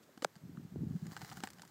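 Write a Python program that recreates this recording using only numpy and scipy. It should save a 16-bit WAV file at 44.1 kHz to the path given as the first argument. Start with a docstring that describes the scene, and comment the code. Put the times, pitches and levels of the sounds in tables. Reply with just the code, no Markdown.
"""Outdoors over paving on a quiet day, heard from the microphone of a small hand-held camera.
The hand shifts its grip. A catch scrapes and snaps with one sharp knock; fingers then drag on the
housing in dull stick-slip thumps, and end in a dry rustle with small clicks that ring the case.
A faint outdoor hiss lies beneath."""
import sys
import numpy as np
from scipy import signal
from scipy.fft import rfft, irfft
from scipy.io import wavfile

SR = 44100
rng = np.random.default_rng(int(sys.argv[2]) if len(sys.argv) > 2 else 0)


def bounce(signal):
    """Save signal as a 16-bit WAV file at the path given by the first command-line argument."""
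    frames = np.transpose(np.atleast_2d(signal))
    limited = np.clip(frames, -1, 1)
    pcm = np.round(limited * 32767).astype(np.int16)
    wavfile.write(sys.argv[1], SR, pcm)


N = 74970
T = np.arange(N) / SR
HZ = np.maximum(np.fft.rfftfreq(2 * N, 1 / SR), 1)


def undb(db):
    """Decibels to gain."""
    return 10 ** (np.asarray(db) / 20)


def unit(x):
    """Scale to rms 1."""
    return x / np.sqrt(np.mean(x ** 2))


def curve(rows):
    """Gain over time from (time [s], level [dB]) rows."""
    return undb(np.interp(T, *np.array(rows).T))


def colour(points):
    """Causal frequency response through (frequency [Hz], level [dB]) points."""
    hz, db = np.array(points).T
    gain = undb(np.interp(np.log(HZ), np.log(hz), db))
    cepstrum = irfft(np.log(gain))
    cepstrum[1:N] *= 2  # fold onto positive time: minimum phase
    cepstrum[N + 1:] = 0
    return np.exp(rfft(cepstrum))


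def through(x, response):
    """Filter a signal by a frequency response."""
    return irfft(rfft(x, 2 * N) * response)[:N]


def burst(start, decay_s):
    """Noise of unit energy that starts at once and dies away."""
    noise = rng.standard_normal(N) * (T >= start) * np.exp(-np.abs(T - start) / decay_s)
    return noise / np.sqrt(np.sum(noise ** 2) + 1e-18)


def grains(per_s, spread_db):
    """Random tiny slips, most weak and a few strong."""
    slips = rng.random(N) < per_s / SR
    size = np.minimum(rng.exponential(size=N), 4)
    return slips * undb(spread_db * size) * rng.choice([-1, 1], N)


# Colour of the open air around the microphone (frequency [Hz], level [dB])
AIR_COLOUR = [(30, -28), (90, -11.5), (200, 0.5), (400, -1.5), (620, -6), (900, -10.5), (1600, -11),
              (2600, -17), (5000, -19.5), (8000, -20), (10000, -27.5), (13000, -20), (15500, -25)]

def air(level_db=-67):
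    """Faint steady outdoor hiss."""
    return undb(level_db) * unit(through(rng.standard_normal(N), colour(AIR_COLOUR)))


# Resonances of the case that holds the microphone (frequency [Hz], width [Hz], level [dB])
CASE_MODES = [(302, 90, -5.5), (775, 121, -0.5), (1234, 223, -4), (1546, 240, -0.5), (1955, 445, -9),
              (2962, 237, -9), (4194, 294, -15.5), (7590, 290, -16.5)]

def case():
    """Frequency response of the case: damped resonances of alternating sign."""
    return sum((-1) ** k * undb(db) / (1 + 1j * (HZ - hz * hz / HZ) / width)
               for k, (hz, width, db) in enumerate(CASE_MODES))


# Dry rustle of fingers close to the microphone (time [s], level [dB])
RUSTLE_LEVEL = [(.8, -76), (1.0, -66), (1.09, -66), (1.125, -56.5), (1.15, -61.5), (1.21, -59.5),
                (1.27, -57.5), (1.32, -58.5), (1.35, -61), (1.38, -57), (1.42, -66.5), (1.45, -55),
                (1.49, -71.5), (1.52, -68), (1.57, -68.5), (1.63, -70.5), (1.7, -67.5)]
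# Its scratchy top (frequency [Hz], level [dB])
SCRATCH_COLOUR = [(300, -32), (1000, 1), (1900, -1.5), (2600, -9.5), (3600, -6), (4800, 2), (5600, -1),
                  (7500, 0.5), (9800, -7.5), (13000, -8), (15000, -3)]

def rustle(scratch_db=-11.5):
    """Dense dry slips scratch and ring the case."""
    response = case() + undb(scratch_db) * colour(SCRATCH_COLOUR)
    return curve(RUSTLE_LEVEL) * unit(through(grains(per_s=3500, spread_db=3), response))


# Handling rumble, right on the housing (time [s], level [dB])
RUB_LEVEL = [(.0, -75), (.41, -71.5), (.44, -52), (.50, -54.5), (.53, -56.5), (.60, -53), (.66, -53.5),
             (.695, -66), (.75, -48), (.78, -43), (.84, -40), (.89, -43), (.93, -43), (.965, -45.5),
             (.99, -61), (1.03, -51.5), (1.085, -44.5), (1.11, -59.5), (1.25, -53), (1.28, -70),
             (1.31, -57.5), (1.42, -57), (1.48, -62.5), (1.63, -62.5), (1.7, -71)]
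# Its colour at the microphone (frequency [Hz], level [dB])
RUMBLE_COLOUR = [(25, -43.5), (45, -47), (70, -11.5), (100, -4.5), (130, -3), (172, 0.5), (225, -8),
                 (300, -15), (400, -19), (550, -37), (1000, -43), (3000, -75.5)]

def rub():
    """Skin dragging on the housing makes a low, uneven rumble."""
    slips = grains(per_s=900, spread_db=1.5)
    return curve(RUB_LEVEL) * unit(through(slips, colour(RUMBLE_COLOUR)))


# Slides of the catch, close up (start [s], length [s], level [dB])
CATCH_SLIDES = [(0.022, 0.023, -68.5), (.226, 0.021, -58), (0.241, 0.0053, -57.5)]
# Bright grit shared by scrapes, clicks and knock (frequency [Hz], level [dB])
GRIT_COLOUR = [(300, -18.5), (1000, -10), (2000, -10.5), (2600, -11.5), (3500, -7.5), (4000, -12.5),
               (4700, -2.5), (5600, -8), (6500, -7.5), (8000, -7.5), (9500, -16), (12000, -15.5),
               (15000, -25.5)]

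def scrape():
    """The catch makes brief gritty slides that swell and fade; the last leads into the knock."""
    envelope = np.zeros(N)
    for start, length, db in CATCH_SLIDES:
        progress = np.clip((T - start) / length, 0, 1)
        envelope += undb(db) * np.sqrt(np.abs(np.sin(np.pi * progress)))
    return envelope * unit(through(rng.standard_normal(N), colour(GRIT_COLOUR)))


# Small clicks on the case, beside the microphone (time [s], ring level [dB], crack level [dB])
CASE_CLICKS = [(0.1758, -19, -28.5), (.2220, -7, -27), (0.223, -10, -18), (0.2274, -28, -24),
               (0.355, -24, -31.5), (0.362, -25.5, -30.5), (0.5717, -25.5, -49), (0.7597, -35, -54),
               (1.0548, -24.5, -41), (1.0672, -18, -22), (1.1125, -20, -32), (1.1184, -22, -24.5),
               (1.1656, -7, -20), (1.1740, -14.5, -23.5), (1.2101, -18.5, -47), (1.2167, -12.5, -19.5),
               (1.2222, -13.5, -36), (1.2469, -12, -21.5), (1.2915, -18.5, -25), (1.299, -33, -22),
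               (1.3149, -12, -41), (1.3190, -13.5, -34), (1.3240, -16.5, -22), (1.3305, -24, -26.5),
               (1.3710, -12.5, -21.5), (1.4040, -15, -22), (1.4272, -20, -32), (1.4362, -0.5, -9.5),
               (1.4420, -8, -44), (1.452, -19, -35), (1.4729, -7, -17), (1.4872, -22, -27.5),
               (1.5030, -34, -18.5), (1.5330, -31, -24.5), (1.5851, -21, -33), (1.5953, -18, -29),
               (1.6194, -19, -18), (1.6329, -24, -35), (1.6506, -22, -28), (1.6765, -35, -28.5)]

def clicks(tail_db=-2):
    """Each click is a short crack with a chattering tail, and rings the case."""
    ring, crack = np.zeros(N), np.zeros(N)
    for start, ring_db, crack_db in CASE_CLICKS:
        tail = undb(tail_db) * burst(start, decay_s=0.0037)
        ring += undb(ring_db) * tail
        ring[int(start * SR)] += undb(ring_db)
        crack += undb(crack_db) * (burst(start, decay_s=0.0024) + tail)
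    return through(ring, case()) + through(crack, colour(GRIT_COLOUR))


# Finger thumps and taps, heard through the housing (start [s], peak [dB], pitch [Hz], rise [s])
FINGER_SLIPS = [(.091, -55, 580, 0.0026), (0.174, -46, 243, 0.0027), (0.2221, -40.5, 288, 0.0037),
                (0.225, -40, 507, 0.0037), (0.361, -46.5, 176.4, 0.0055), (0.433, -44.5, 150, 0.0045),
                (.450, -41.5, 172, .005), (0.492, -44, 275, 0.0041), (0.546, -50, 212, 0.0063),
                (0.5728, -49, 1230, .0012), (0.575, -35.5, 174, 0.004), (.596, -41, 245, 0.0037),
                (.649, -43, 168, 0.0043), (0.72, -41.5, 162, 0.0045), (0.7583, -35, 320, 0.0021),
                (.7590, -48.5, 650, 0.00088), (.763, -35.5, 163, 0.007), (.815, -26.5, 154.6, 0.0068),
                (.833, -31.5, 230, 0.0029), (0.863, -34.5, 170, 0.01), (.907, -31.5, 155, 0.0037),
                (0.95, -30, 179.6, 0.0085), (1.021, -33.5, 169, 0.0092), (1.058, -39.5, 181, 0.0045),
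                (1.119, -41.5, 192, 0.0024), (1.215, -42, 850, 0.0017), (1.227, -39, 137, 0.0056),
                (1.305, -51, 141, 0.0089), (1.3235, -46.5, 824, 0.0025), (1.372, -43, 157, 0.0035),
                (1.4356, -34, 240, 0.0025), (1.4362, -40, 766, 0.0046), (1.633, -49, 910, 0.0028)]

def thumps():
    """Each slip of a finger gives the housing a few damped swings; a slow slip also dies slowly."""
    out = np.zeros(N)
    for start, db, hz, rise in FINGER_SLIPS:
        age = np.maximum(T - start, 0)
        swell = (age / rise * np.exp(1 - age / rise)) ** 2
        out += undb(db) * swell * np.sin(2 * np.pi * hz * age)
    return out


# Colour of the catch's knock at the microphone (frequency [Hz], level [dB])
KNOCK_COLOUR = [(60, -58), (170, -10.5), (290, -17), (420, -4), (580, 0.5), (800, -1), (1120, -9.5),
                (1400, -3.5), (1620, -6.5), (1920, -19.5), (2280, -12), (2850, -23), (3900, -14.5),
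                (4400, -18.5), (4930, -12.5), (5430, -31.5), (6200, -16), (6900, -23.5), (8100, -16),
                (9400, -42), (12000, -50), (14000, -33), (16000, -47)]

def knock(start=0.2456, gain_db=12.5, after_ring_db=-32, grit_db=-10):
    """The catch's snap crosses the housing as a bending wave: treble arrives first, the lows last."""
    lag_s = 0.002294  # travel time at 1 kHz
    phase_cycles = HZ * start + 2 * lag_s * np.sqrt(HZ * 1000)
    bending_wave = irfft(np.exp(-2j * np.pi * phase_cycles))[:N]
    lowpass = 2 / (1 + 1j * HZ / 900)
    after_ring = through(burst(start + lag_s, decay_s=0.0047), lowpass)
    snap = bending_wave + undb(after_ring_db) * after_ring
    grit = through(burst(start + lag_s / 2, decay_s=0.0018), colour(GRIT_COLOUR))
    return undb(gain_db) * through(snap, colour(KNOCK_COLOUR)) + undb(grit_db) * grit


def scene():
    """Close handling sounds over the outdoor hiss, in mono."""
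    return (knock() + scrape() + clicks() + thumps() + rub() + rustle() + air())[None]


def record(dry):
    """The camera's microphone thins the deep bass and cuts the top."""
    low_cut = signal.butter(2, 65, "high", fs=SR, output="sos")
    high_cut = signal.ellip(8, .2, 70, 15600, fs=SR, output="sos")
    return signal.sosfilt(high_cut, signal.sosfilt(low_cut, dry))


dry = scene()
out = record(dry)
bounce(out)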